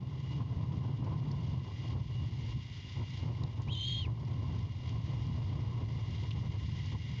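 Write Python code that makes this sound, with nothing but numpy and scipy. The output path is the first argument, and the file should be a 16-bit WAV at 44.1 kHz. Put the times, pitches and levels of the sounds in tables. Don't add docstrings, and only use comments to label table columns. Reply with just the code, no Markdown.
import sys
import numpy as np
from scipy import signal
from scipy.fft import rfft, irfft
from scipy.io import wavfile
from scipy.ndimage import uniform_filter1d, map_coordinates

SR = 44100
rng = np.random.default_rng(int(sys.argv[2]) if len(sys.argv) > 2 else 0)


def inscribe(sig):
    pcm = np.round(np.clip(np.atleast_2d(sig).T, -1, 1) * 32767)
    wavfile.write(sys.argv[1], SR, pcm.astype(np.int16))


N = 317520
TIME = np.arange(N) / SR

# t/s, hum level/dB, rush level/dB
BREEZE_CURVE = [(0, -27.5, -46.0), (0.27, -32.5, -50), (0.55, -26.0, -43.5), (1.3, -26.5, -43.8),
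                (1.75, -37, -54), (2.2, -30.5, -51), (2.85, -45, -62), (3.15, -39.7, -58.5),
                (3.5, -33, -49), (3.95, -31.5, -53), (4.35, -27.5, -43.5), (4.8, -35, -52.7),
                (5.25, -30, -48), (5.85, -29, -45.5), (6.17, -35.5, -54.5), (6.42, -30, -50),
                (6.75, -36.5, -59), (7.2, -37.5, -57)]
# middle t/s, length t/s, hum level/dB, rush level/dB
GUST_EVENTS = [(0.408, 0.054, -25, -38.5), (1.088, 0.17, -33, -39.5), (1.561, 0.15, -29, -47.5),
               (1.971, 0.11, -25.5, -44.5), (2.231, .06, -27.5, -44.5), (2.57, 0.063, -29, -62),
               (3.005, .08, -31.5, -48), (3.287, 0.12, -27.5, -44), (3.43, 0.11, -25.5, -42.5),
               (3.605, 0.066, -28, -44), (3.717, 0.12, -26, -42.5), (4.103, .09, -22.5, -43),
               (4.646, 0.13, -30, -51.5), (4.962, .1, -30, -50.5), (6.944, 0.049, -30, -46.5)]
# f/Hz, density level/dB
HUM_SPECTRUM = [(25, -23.5), (40, -20), (56, -11), (72, -6), (92, -1), (108, 1.5), (126, 0.5), (158, -8),
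                (200, -18.5), (260, -22), (330, -30)]
# t/s, f/Hz
HUM_CENTRE_CURVE = [(1.3, 118.9), (2.2, 106.2)]
HUM_CENTRE_HZ = 110
# f/Hz, density level/dB
RUSH_SPECTRUM = [(150, -15.5), (240, 1), (320, -1.5), (420, -6.5), (560, -11), (760, -12), (920, -9.5),
                 (1050, -4.5), (1130, -14.5), (1250, -21), (1600, -27.5), (2500, -29.5)]

# f/Hz, density level/dB
HISS_SPECTRUM = [(900, -9), (1400, -11.5), (1750, -11), (2100, -3), (2550, -6.5), (2950, -0.5), (3250, 1),
                 (3700, -2.5), (4350, -6), (4800, -4), (5400, -9), (6700, -14.5)]
# f/Hz, waver f/Hz, level against WHINE_DB/dB
WHINE_TONES = [(2353, 4, -3.5), (2830, 7, 6.5), (2910, 7, -4), (3305, 9, -5.5)]
HISS_DB, WHINE_DB = -57, -69.5
# f/Hz, density level/dB
FROG_SPECTRUM = [(1780, -20), (1970, -1), (2080, -1), (2160, -2.5), (2290, -18.5), (2420, -31.5)]
# t/s, level/dB
FROG_CURVE = [(0, -63), (5.5, -62.5), (7.2, -61)]

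# middle t/s, length t/s, level/dB
PEEP_EVENTS = [(.31, 0.12, -58), (2.18, 0.12, -56.5), (5.961, 0.088, -63)]
PEEP_HZ = 2866
# t/s, peak level/dB, ring f/Hz, ring width f/Hz
TWIG_TICKS = [(1.044, -43.5, 5200, 1300), (1.314, -38, 4660, 800), (3.4356, -32.5, 3930, 1400),
              (3.6194, -36.5, 5300, 3500), (3.751, -40, 5900, 2000), (4.2502, -45, 4480, 1100),
              (4.8927, -41, 3534, 2014), (5.2673, -45.5, 4700, 1300), (6.3076, -36.5, 3170, 1320),
              (6.312, -34, 3000, 450), (6.8594, -46, 4730, 1305)]

# t/s, f/Hz
PITCH_CURVE = [(3.675, 2230), (3.687, 2470), (3.705, 3134), (3.729, 3322), (3.755, 3053), (3.803, 3154),
               (3.881, 3246), (4.019, 3214), (4.045, 2832), (4.065, 2120), (4.078, 1881)]
# start t/s, end t/s, first distance f/Hz, last distance f/Hz,
# level before push and crack/dB, jitter f/Hz
HOARSE_TONES = [(3.698, 4.034, 564, 417, -42, 165), (3.753, 4.059, 978, 1065, -45, 129)]
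# f/Hz, density level/dB
RASP_SPECTRUM = [(1500, -34.5), (1950, -3.5), (2300, -6), (2800, -4.5), (3200, 7), (3650, 3), (4000, -10),
                 (4500, -16), (4850, -7), (5150, -27), (6000, -25), (6700, -14.5), (7200, -26), (7600, -15),
                 (8300, -1)]
CALL_START_S, CALL_END_S, CALL_ATTACK_S, CALL_RELEASE_S = 3.672, 4.085, 0.023, 0.025
PUSH_PEAK_S, PUSH_SAG_DB_PER_S, FALL_DB_PER_HZ = 3.843, 35, 0.01
WHISTLE_DB, SIDE_FADE_S = -31.5, 0.02
CRACK_S, CRACK_LENGTH_S, CRACK_DB, CRACK_SIDE_DB = 3.745, 0.064, -1, 6.5
OVERTONE_DB = -17
RASP_DB, RASP_SAG_DB_PER_S, RASP_LAG_S = -44.5, 65, 0.05

THRESHOLD_DB, SQUEEZE, RECOVER_DB_PER_S = -35, 0.88, 24.5
DETECT_S, GAIN_WINDOW_S = 0.041, 0.008
START_CUT_DB = 12
CUTOFF_HZ = 7000


def from_db(db):
    return 10 ** (np.asarray(db) / 20)


def rms_one(x):
    return x / np.sqrt(np.mean(x ** 2) + 1e-20)


def in_time(rows):
    s, *columns = np.transpose(rows)
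    return [np.interp(TIME, s, column) for column in columns]


def gate(start, end, attack_s, release_s):
    attack = np.clip((TIME - start) / attack_s, 0, 1)
    release = np.clip((end - TIME) / release_s, 0, 1)
    return attack * release


def bump(middle, length):
    return np.exp(-(2 * (TIME - middle) / length) ** 2)


def drift(rate):
    hz = np.arange(N // 2 + 1) * SR / N
    spectrum = rfft(rng.standard_normal(N)) / (1 + (hz / rate) ** 2)
    return rms_one(irfft(spectrum, N))


def coloured_noise(spectrum):
    octave = np.log2(np.maximum(np.arange(N // 2 + 1) * SR / N, 1))
    hz, levels = np.array(spectrum).T
    knots = np.log2(hz)
    outside = np.abs(octave - np.clip(octave, knots[0], knots[-1]))
    gain = from_db(np.interp(octave, knots, levels) - 24 * outside)
    return rms_one(irfft(rfft(rng.standard_normal(N)) * gain, N))


def resonate(x, hz, width_hz):
    r = np.exp(-np.pi * width_hz / SR)
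    zeros = np.array([1, 0, -1]) * (1 - r * r) / 2
    poles = [1, -2 * r * np.cos(2 * np.pi * hz / SR), r * r]
    return signal.lfilter(zeros, poles, x)


def evened(x, span_s):
    power = uniform_filter1d(x * x, max(int(span_s * SR), 2))
    return x / np.sqrt(power + 1e-9)


def rumble(low_cut_hz=48):
    hum_level, rush_level = from_db(in_time(BREEZE_CURVE))
    for s, length, hum_db, rush_db in GUST_EVENTS:
        gust = bump(s, length)
        hum_level = np.hypot(hum_level, from_db(hum_db) * gust)
        rush_level = np.hypot(rush_level, from_db(rush_db) * gust)
    hum_hz, = in_time(HUM_CENTRE_CURVE)
    position = np.cumsum(hum_hz / HUM_CENTRE_HZ)
    eddies = map_coordinates(coloured_noise(HUM_SPECTRUM), [position], order=3, mode="grid-wrap")
    low_cut = signal.butter(2, low_cut_hz, "high", fs=SR, output="sos")
    eddies = signal.sosfilt(low_cut, eddies)
    hum = hum_level * evened(eddies, span_s=0.076)
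    rush = rush_level * from_db(2.16 * drift(27)) * coloured_noise(RUSH_SPECTRUM)
    return hum + rush


def hiss(flicker):
    broad = from_db(HISS_DB + 1.5 * flicker) * coloured_noise(HISS_SPECTRUM)
    whine = np.zeros(N)
    for hz, waver_hz, db in WHINE_TONES:
        level = from_db(WHINE_DB + db + 2 * drift(40))
        phase = 2 * np.pi * np.cumsum(hz + waver_hz * drift(40)) / SR
        whine += level * np.sqrt(2) * np.sin(phase)
    return broad + whine


def frog_chorus(flicker):
    level_db, = in_time(FROG_CURVE)
    return from_db(level_db + flicker) * coloured_noise(FROG_SPECTRUM)


def peeps():
    swell = np.zeros(N)
    for s, length, db in PEEP_EVENTS:
        swell += from_db(db) * np.exp(-(2 * (TIME - s) / length) ** 4)
    once = resonate(rng.standard_normal(N), PEEP_HZ, 70)
    narrow = resonate(once, PEEP_HZ, 70)
    return swell * evened(narrow, span_s=0.028)


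def twigs(t60=0.018, crack_db=-24):
    out = np.zeros(N)
    age = TIME[:SR // 10]
    for s, db, hz, width_hz in TWIG_TICKS:
        burst = rng.standard_normal(len(age)) * from_db(-60 * age / t60)
        ring = resonate(resonate(burst, hz, 2 * width_hz), hz, 2 * width_hz)
        tick = ring + from_db(crack_db) * burst
        start = int(s * SR)
        out[start:start + len(age)] += from_db(db) * tick / np.abs(tick).max()
    return out


def tone(hz, waver_hz, jitter_hz, flutter_db):
    wandering_hz = hz + waver_hz * drift(68.3) + jitter_hz * drift(690)
    phase = 2 * np.pi * np.cumsum(wandering_hz) / SR
    return rms_one(from_db(flutter_db * drift(130)) * np.sin(phase))


def owlet(overtones_above_hz=5800):
    hz, = in_time(PITCH_CURVE)
    call = gate(CALL_START_S, CALL_END_S, CALL_ATTACK_S, CALL_RELEASE_S)
    push_db = -PUSH_SAG_DB_PER_S * np.abs(TIME - PUSH_PEAK_S) - FALL_DB_PER_HZ * (hz.max() - hz)
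    crack = bump(CRACK_S, CRACK_LENGTH_S)

    whistle = tone(hz, waver_hz=22.1, jitter_hz=44.8, flutter_db=2.5)
    voice = from_db(WHISTLE_DB + CRACK_DB * crack) * whistle
    for start, end, first_hz, last_hz, db, jitter_hz in HOARSE_TONES:
        distance_hz = np.interp(TIME, [start, end], [first_hz, last_hz])
        hoarse = tone(hz + distance_hz, waver_hz=35, jitter_hz=jitter_hz, flutter_db=2.0)
        side_level = from_db(db + CRACK_SIDE_DB * crack) * gate(start, end, SIDE_FADE_S, SIDE_FADE_S)
        voice = voice + side_level * hoarse
    voice = from_db(push_db) * voice

    high_pass = signal.butter(4, overtones_above_hz, "high", fs=SR, output="sos")
    overtones = signal.sosfilt(high_pass, voice ** 2 / from_db(WHISTLE_DB))

    rasp_db = RASP_DB - RASP_SAG_DB_PER_S * np.abs(TIME - PUSH_PEAK_S - RASP_LAG_S)
    rasp_gate = gate(CALL_START_S, CALL_END_S, attack_s=0.03, release_s=0.12)
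    rasp = from_db(rasp_db + 1.5 * drift(350)) * rasp_gate * coloured_noise(RASP_SPECTRUM)
    return call * (voice + from_db(OVERTONE_DB) * overtones + rasp)


def gain_control(x):
    power = uniform_filter1d(x[0] ** 2, max(int(DETECT_S * SR), 2))
    level_db = 10 * np.log10(np.abs(power) + 1e-12)
    over_db = SQUEEZE * np.maximum(level_db - THRESHOLD_DB, 0)
    ramp_db = RECOVER_DB_PER_S * TIME
    held_db = np.maximum.accumulate(np.maximum(over_db + ramp_db, START_CUT_DB))
    cut_db = uniform_filter1d(held_db - ramp_db, max(int(GAIN_WINDOW_S * SR), 2))
    return x * from_db(-cut_db)


def scene():
    flicker = drift(60)
    background = rumble() + hiss(flicker) + frog_chorus(flicker)
    return (background + peeps() + twigs() + owlet())[None]


def record(dry):
    opened = gain_control(dry) * np.minimum(TIME / 0.008, 1)
    narrow = signal.sosfilt(signal.butter(16, CUTOFF_HZ, fs=SR, output="sos"), opened)
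    floor = from_db(-91.5) * rng.standard_normal(dry.shape)
    top_cut = signal.ellip(10, 0.1, 80, 15200, fs=SR, output="sos")
    return signal.sosfilt(top_cut, narrow + floor)


dry = scene()
out = record(dry)
inscribe(out)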